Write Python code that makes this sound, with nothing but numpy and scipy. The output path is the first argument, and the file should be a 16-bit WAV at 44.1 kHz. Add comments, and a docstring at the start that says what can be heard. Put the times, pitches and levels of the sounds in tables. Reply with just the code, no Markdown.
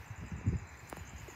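"""Two insects chirp in high double notes, about ten times a second, over a soft steady hiss.
Each chirp is two wing strokes, short falling tones that the surroundings smear into a tail.
A hand shifts on the camera: the grip rumbles and the case gives dull bumps, a few small knocks and ticks.
Midway a thin pair of whistling tones comes and goes; a faint far trill sits in the hiss."""
import sys
import numpy as np
from scipy import signal
from scipy.fft import rfft, irfft, next_fast_len
from scipy.io import wavfile
from scipy.ndimage import map_coordinates

SR = 44100
rng = np.random.default_rng(int(sys.argv[2]) if len(sys.argv) > 2 else 0)


def store_pcm(level_fs):
    """Save levels as 16-bit WAV."""
    pcm = np.round(np.clip(level_fs, -1, 1) * 32767).astype(np.int16)
    wavfile.write(sys.argv[1], SR, np.atleast_2d(pcm).T)


N = 59535


def amp(db):
    """Decibels to gain."""
    return 10 ** (np.asarray(db) / 20)


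def clock():
    """Sample times in s."""
    return np.arange(N) / SR


def curves(rows):
    """Each column after the time, interpolated per sample."""
    times_s, *columns = np.transpose(rows)
    return [np.interp(clock(), times_s, column) for column in columns]


def filtered(x, response):
    """Zero-phase filter with gain response(hz)."""
    size = next_fast_len(N + 8192)
    return irfft(rfft(x, size) * response(np.fft.rfftfreq(size, 1 / SR)), size)[:N]


def noise(spectrum):
    """Unit-rms noise shaped by (f/Hz, relative level/dB) points."""
    points_hz, db = np.transpose(spectrum)
    gain = lambda hz: amp(np.interp(np.log(hz + 1), np.log(points_hz + 1), db))
    x = filtered(rng.standard_normal(N), gain)
    return x / np.sqrt(np.mean(x ** 2) + 1e-20)


def wobble(knots_per_s):
    """Smooth random curve."""
    knots = rng.standard_normal(int(N * knots_per_s / SR) + 4)
    return map_coordinates(knots, [clock() * knots_per_s])


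# Chirps of the near and the far, lower insect: first-stroke peak t/s, second-stroke level/dB, f/Hz
NEAR_CHIRPS = [(.0635, -56.5, 7240), (.162, -54.5, 7120), (.265, -55.5, 7380), (.3675, -54.5, 7190),
               (.468, -53, 7080), (.570, -53, 7070), (.6745, -54, 7190), (.7757, -54, 7250),
               (.8765, -53.5, 7170), (.9755, -51, 7080), (1.0775, -50.5, 7200), (1.182, -52, 7140),
               (1.284, -49, 6990)]
FAR_CHIRPS = [(.027, -65, 6090), (.090, -64, 6300), (.190, -70.5, 6200), (.294, -62.5, 6180),
              (.399, -66, 6350), (.501, -70, 6050), (.612, -67.5, 6140), (.722, -64.5, 6160),
              (.854, -63.5, 6260), (.943, -62.5, 6600), (1.054, -55, 6540), (1.166, -54, 6630),
              (1.293, -56.5, 6670)]
STROKE_GAP_S, FIRST_STROKE_DB, OCTAVE_DB, DETUNE_HZ = 0.0183, -3, -24.5, 68
BASE_RISE_S, BASE_FALL_S = 0.0023, 0.0027


def insect(chirps, stretch, sag_hz_per_s, rough_rad):
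    """Two wing strokes per chirp: short falling tones with a faint octave, the second stronger."""
    out = np.zeros(N)
    scatter_rad = rough_rad * wobble(820)
    for peak_s, db, hz in chirps:
        for delay_s, stroke_db in ((0, FIRST_STROKE_DB), (STROKE_GAP_S, 0)):
            t = clock() - peak_s - delay_s
            width_s = stretch * np.where(t < 0, BASE_RISE_S, BASE_FALL_S)
            envelope = amp(db + stroke_db) * np.exp(-0.5 * (t / width_s) ** 2)
            stroke_hz = hz + rng.normal(0, DETUNE_HZ)
            phase = 2 * np.pi * (stroke_hz * t - sag_hz_per_s * t * t / 2) + scatter_rad
            out += envelope * (np.sin(phase) + amp(OCTAVE_DB) * np.sin(2 * phase))
    return out


def echoes(x, level_db=-2.5, t60_s=0.18, rise_s=0.0013):
    """The surroundings smear each chirp into a short tail."""
    t = clock()[:SR // 3]
    tail = rng.standard_normal(len(t)) * amp(-60 * t / t60_s) * (1 - np.exp(-t / rise_s))
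    return amp(level_db) * signal.fftconvolve(x, tail / np.linalg.norm(tail))[:N]


# Grip rumble envelope: t/s, level/dB
GRIP_LEVEL = [(0, -55.5), (.16, -65), (.24, -40.5), (.295, -57.5), (.33, -48.5), (.40, -51.5),
              (.445, -53.5), (.475, -35.5), (.512, -47), (.535, -35), (.56, -49.5), (.59, -52.5),
              (.7, -61.5), (.92, -57), (1.1, -57), (1.35, -58)]
# Grip rumble spectrum: f/Hz, level/dB
GRIP_SPECTRUM = [(30, -23), (60, 6), (110, 0.5), (230, -4), (340, -11), (450, -14.5), (650, -34),
                 (1300, -65)]
# Hand bumps on the case: t/s, peak level/dB, start f/Hz, swell/s
BUMPS = [(.002, -41, 112, 0.0034), (0.102, -36.5, 118.6, 0.0087), (0.179, -41.5, 87.5, 0.01),
         (.222, -37.5, 94, 0.01), (.236, -43, 300, 0.0013), (.263, -46, 110, 0.0047),
         (0.317, -34, 189, 0.0046), (.331, -34, 100, 0.0056), (0.357, -33.5, 134, 0.0039),
         (.378, -43.5, 178, 0.0046), (.444, -39.5, 173, 0.0037), (.463, -29, 242, 0.0039),
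         (0.474, -21, 106, 0.0071), (0.488, -29.5, 187, 0.0042), (.499, -27.5, 95, 0.0047),
         (.525, -29, 189.5, .006), (.527, -41.5, 418, 0.0038), (.535, -27, 92, 0.0056),
         (0.551, -27, 130, 0.0055), (.572, -44.5, 65, .008), (0.614, -39, 107, 0.0097),
         (0.721, -47, 74.6, 0.017), (0.83, -43.5, 112.6, 0.0064), (0.865, -50.5, 86, 0.008),
         (.979, -43.5, 185.4, 0.0041), (1.007, -38.5, 86.3, 0.008), (1.082, -45, 133, 0.0055),
         (1.134, -41, 186, 0.0019), (1.146, -40.5, 83, .009), (1.203, -43, 108, 0.007),
         (1.23, -39.5, 89, 0.0047), (1.279, -46.5, 674, 0.0021), (1.284, -41.5, 416, .003),
         (1.324, -50, 317, 0.0031)]


def handling(sag_per_swell=0.052):
    """The grip rumbles; each soft bump swings the case for a few cycles of sagging pitch."""
    grip_db, = curves(GRIP_LEVEL)
    out = amp(grip_db) * noise(GRIP_SPECTRUM)
    for start_s, db, hz, swell_s in BUMPS:
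        swells = np.maximum(clock() - start_s, 0) / swell_s
        cycles = hz * swell_s * np.log1p(sag_per_swell * swells) / sag_per_swell
        out += amp(db) * swells * np.exp(1 - swells) * np.sin(2 * np.pi * cycles)
    return out


# Knocks on the case: t/s, level/dB, start f/Hz, glide to half pitch/s
KNOCKS = [(.412, -41.5, 620, 0.0046), (.9268, -29, 1640, 0.00096), (.9693, -36, 1600, .0011), ]
# Crack spectrum: f/Hz, level/dB
CRACK_SPECTRUM = [(1000, -4), (2200, 1), (5000, -10), (8000, -26)]


def knocks(ring_t60_s=0.03, crack_db=-12, crack_t60_s=0.0043):
    """A brief crack and a ring; highs reach the microphone first, so the pitch drops within ms."""
    out = np.zeros(N)
    crack = noise(CRACK_SPECTRUM)
    for start_s, db, hz, glide_s in KNOCKS:
        t = np.maximum(clock() - start_s, 0)
        envelope = amp(db - 60 * t / ring_t60_s) * (1 - np.exp(-4 * hz * t))
        cycles = hz * glide_s * np.log1p(t / glide_s)
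        out += envelope * np.sin(2 * np.pi * cycles)
        out += (t > 0) * amp(db + crack_db - 60 * t / crack_t60_s) * crack
    return out


# Sharp ticks: t/s, level/dB
TICKS = [(.8990, -39), (.9268, -50), (.9692, -45), ]
# Tick spectrum: f/Hz, level/dB
TICK_SPECTRUM = [(1500, -32), (5000, -17), (8000, -6), (9500, 3.5), (11000, -3), (14000, -2), (16000, -5)]


def ticks(snap_t60_s=0.0018, scrape_db=-18, scrape_tau_s=0.0059):
    """Bright snaps, each inside a faint brief scrape."""
    envelope = np.zeros(N)
    for peak_s, db in TICKS:
        t = clock() - peak_s
        snap = (t >= 0) * amp(-60 * abs(t) / snap_t60_s)
        scrape = amp(scrape_db) * np.exp(-abs(t) / scrape_tau_s)
        envelope += amp(db) * (snap + scrape)
    return envelope * noise(TICK_SPECTRUM)


# Whistle envelopes: t/s, lower tone level/dB, upper tone level/dB
WHISTLE_LEVELS = [(0, -89, -100), (.55, -86, -99), (.67, -71, -79), (.8, -78, -73), (.97, -71.5, -80),
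                  (1.15, -78, -81), (1.35, -93, -95)]
WHISTLE_HZ = (4052, 4250)


def whistle(waver_db=1.8, waver_rad=0.32):
    """Two thin tones that waver a little in level and pitch."""
    out = np.zeros(N)
    for hz, db in zip(WHISTLE_HZ, curves(WHISTLE_LEVELS)):
        envelope = amp(db + waver_db * wobble(40))
        out += envelope * np.sin(2 * np.pi * hz * clock() + waver_rad * wobble(40))
    return out


# Trill spectrum: f/Hz, level/dB
TRILL_SPECTRUM = [(4400, -50), (4750, -9.5), (4930, 0), (5100, -6.5), (5400, -29.5)]
# Trill envelope: t/s, level/dB
TRILL_LEVEL = [(0, -80), (.15, -83), (.27, -72.5), (.38, -83), (.5, -72), (.58, -75), (.7, -78), (.9, -73),
               (1.35, -75)]


def far_trill():
    """A faint narrow noise band, like distant insects."""
    trill_db, = curves(TRILL_LEVEL)
    return amp(trill_db) * noise(TRILL_SPECTRUM)


# Mid hiss spectrum: f/Hz, level/dB
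AIR_SPECTRUM = [(200, -7), (580, -6), (780, 3.5), (1020, 4), (1250, 0.5), (1700, 3), (2200, 2.5),
                (2600, 0.5), (3200, -7)]
# Upper edge of the mid hiss: t/s, f/Hz
AIR_EDGE = [(0, 2840), (.12, 2760), (.27, 2960), (.45, 2750), (.62, 2670), (.74, 2520), (.84, 2550),
            (.95, 3030), (1.12, 3230), (1.35, 2880)]


def air(rolloff_db_per_octave=124):
    """Mid hiss whose steep upper edge wanders."""
    hz, frames_s, spectra = signal.stft(noise(AIR_SPECTRUM), SR, nperseg=512)
    edge_hz = np.interp(frames_s, *np.transpose(AIR_EDGE))
    octaves_over = np.maximum(np.log2((hz[:, None] + 1) / edge_hz), 0)
    spectra *= amp(-rolloff_db_per_octave * octaves_over)
    return signal.istft(spectra, SR, nperseg=512)[1][:N]


# Low floor, high fizz and top treble spectra: f/Hz, level/dB
FLOOR_SPECTRUM = [(25, -38), (45, -8), (65, 6), (120, -2), (200, -10.5), (400, -11.5), (800, -16),
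                  (1600, -55)]
FIZZ_SPECTRUM = [(2000, 0), (3200, -1.5), (4000, 2), (4500, -8), (5400, -8), (6100, 4), (7400, -1),
                 (8300, -16), (12000, -35)]
TREBLE_SPECTRUM = [(2000, 8.5), (5000, 5), (8000, -0.5), (10500, -5), (13500, 6), (16000, -9)]
# Top treble envelope: t/s, level/dB
TREBLE_LEVEL = [(0, -64), (.13, -72.5), (.32, -74.5), (.5, -86.5), (.72, -72), (.85, -67), (1, -65),
                (1.1, -72.5), (1.24, -63), (1.35, -64)]


def background(floor_db=-60, air_db=-52.5, fizz_db=-70):
    """Steady low, mid and high noise; the top treble dips and returns."""
    floor = amp(floor_db) * noise(FLOOR_SPECTRUM)
    hiss = amp(air_db) * air() + amp(fizz_db) * noise(FIZZ_SPECTRUM)
    treble_db, = curves(TREBLE_LEVEL)
    return floor + hiss + amp(treble_db) * noise(TREBLE_SPECTRUM)


def scene():
    """All sources at one microphone."""
    near = insect(NEAR_CHIRPS, stretch=0.97, sag_hz_per_s=83000, rough_rad=0.66)
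    far = insect(FAR_CHIRPS, stretch=1.45, sag_hz_per_s=58000, rough_rad=0.87)
    insects = near + far + echoes(near + far)
    hand = handling() + knocks() + ticks()
    return (insects + hand + whistle() + far_trill() + background())[None]


def record(dry):
    """The camera cuts the deepest bass and everything above its band limit."""
    low_cut_hz, top_hz = 50, 15725
    passband = lambda hz: (hz < top_hz) / np.sqrt(1 + (low_cut_hz / (hz + 1)) ** 10)
    return filtered(dry[0], passband)[None]


dry = scene()
out = record(dry)
store_pcm(out)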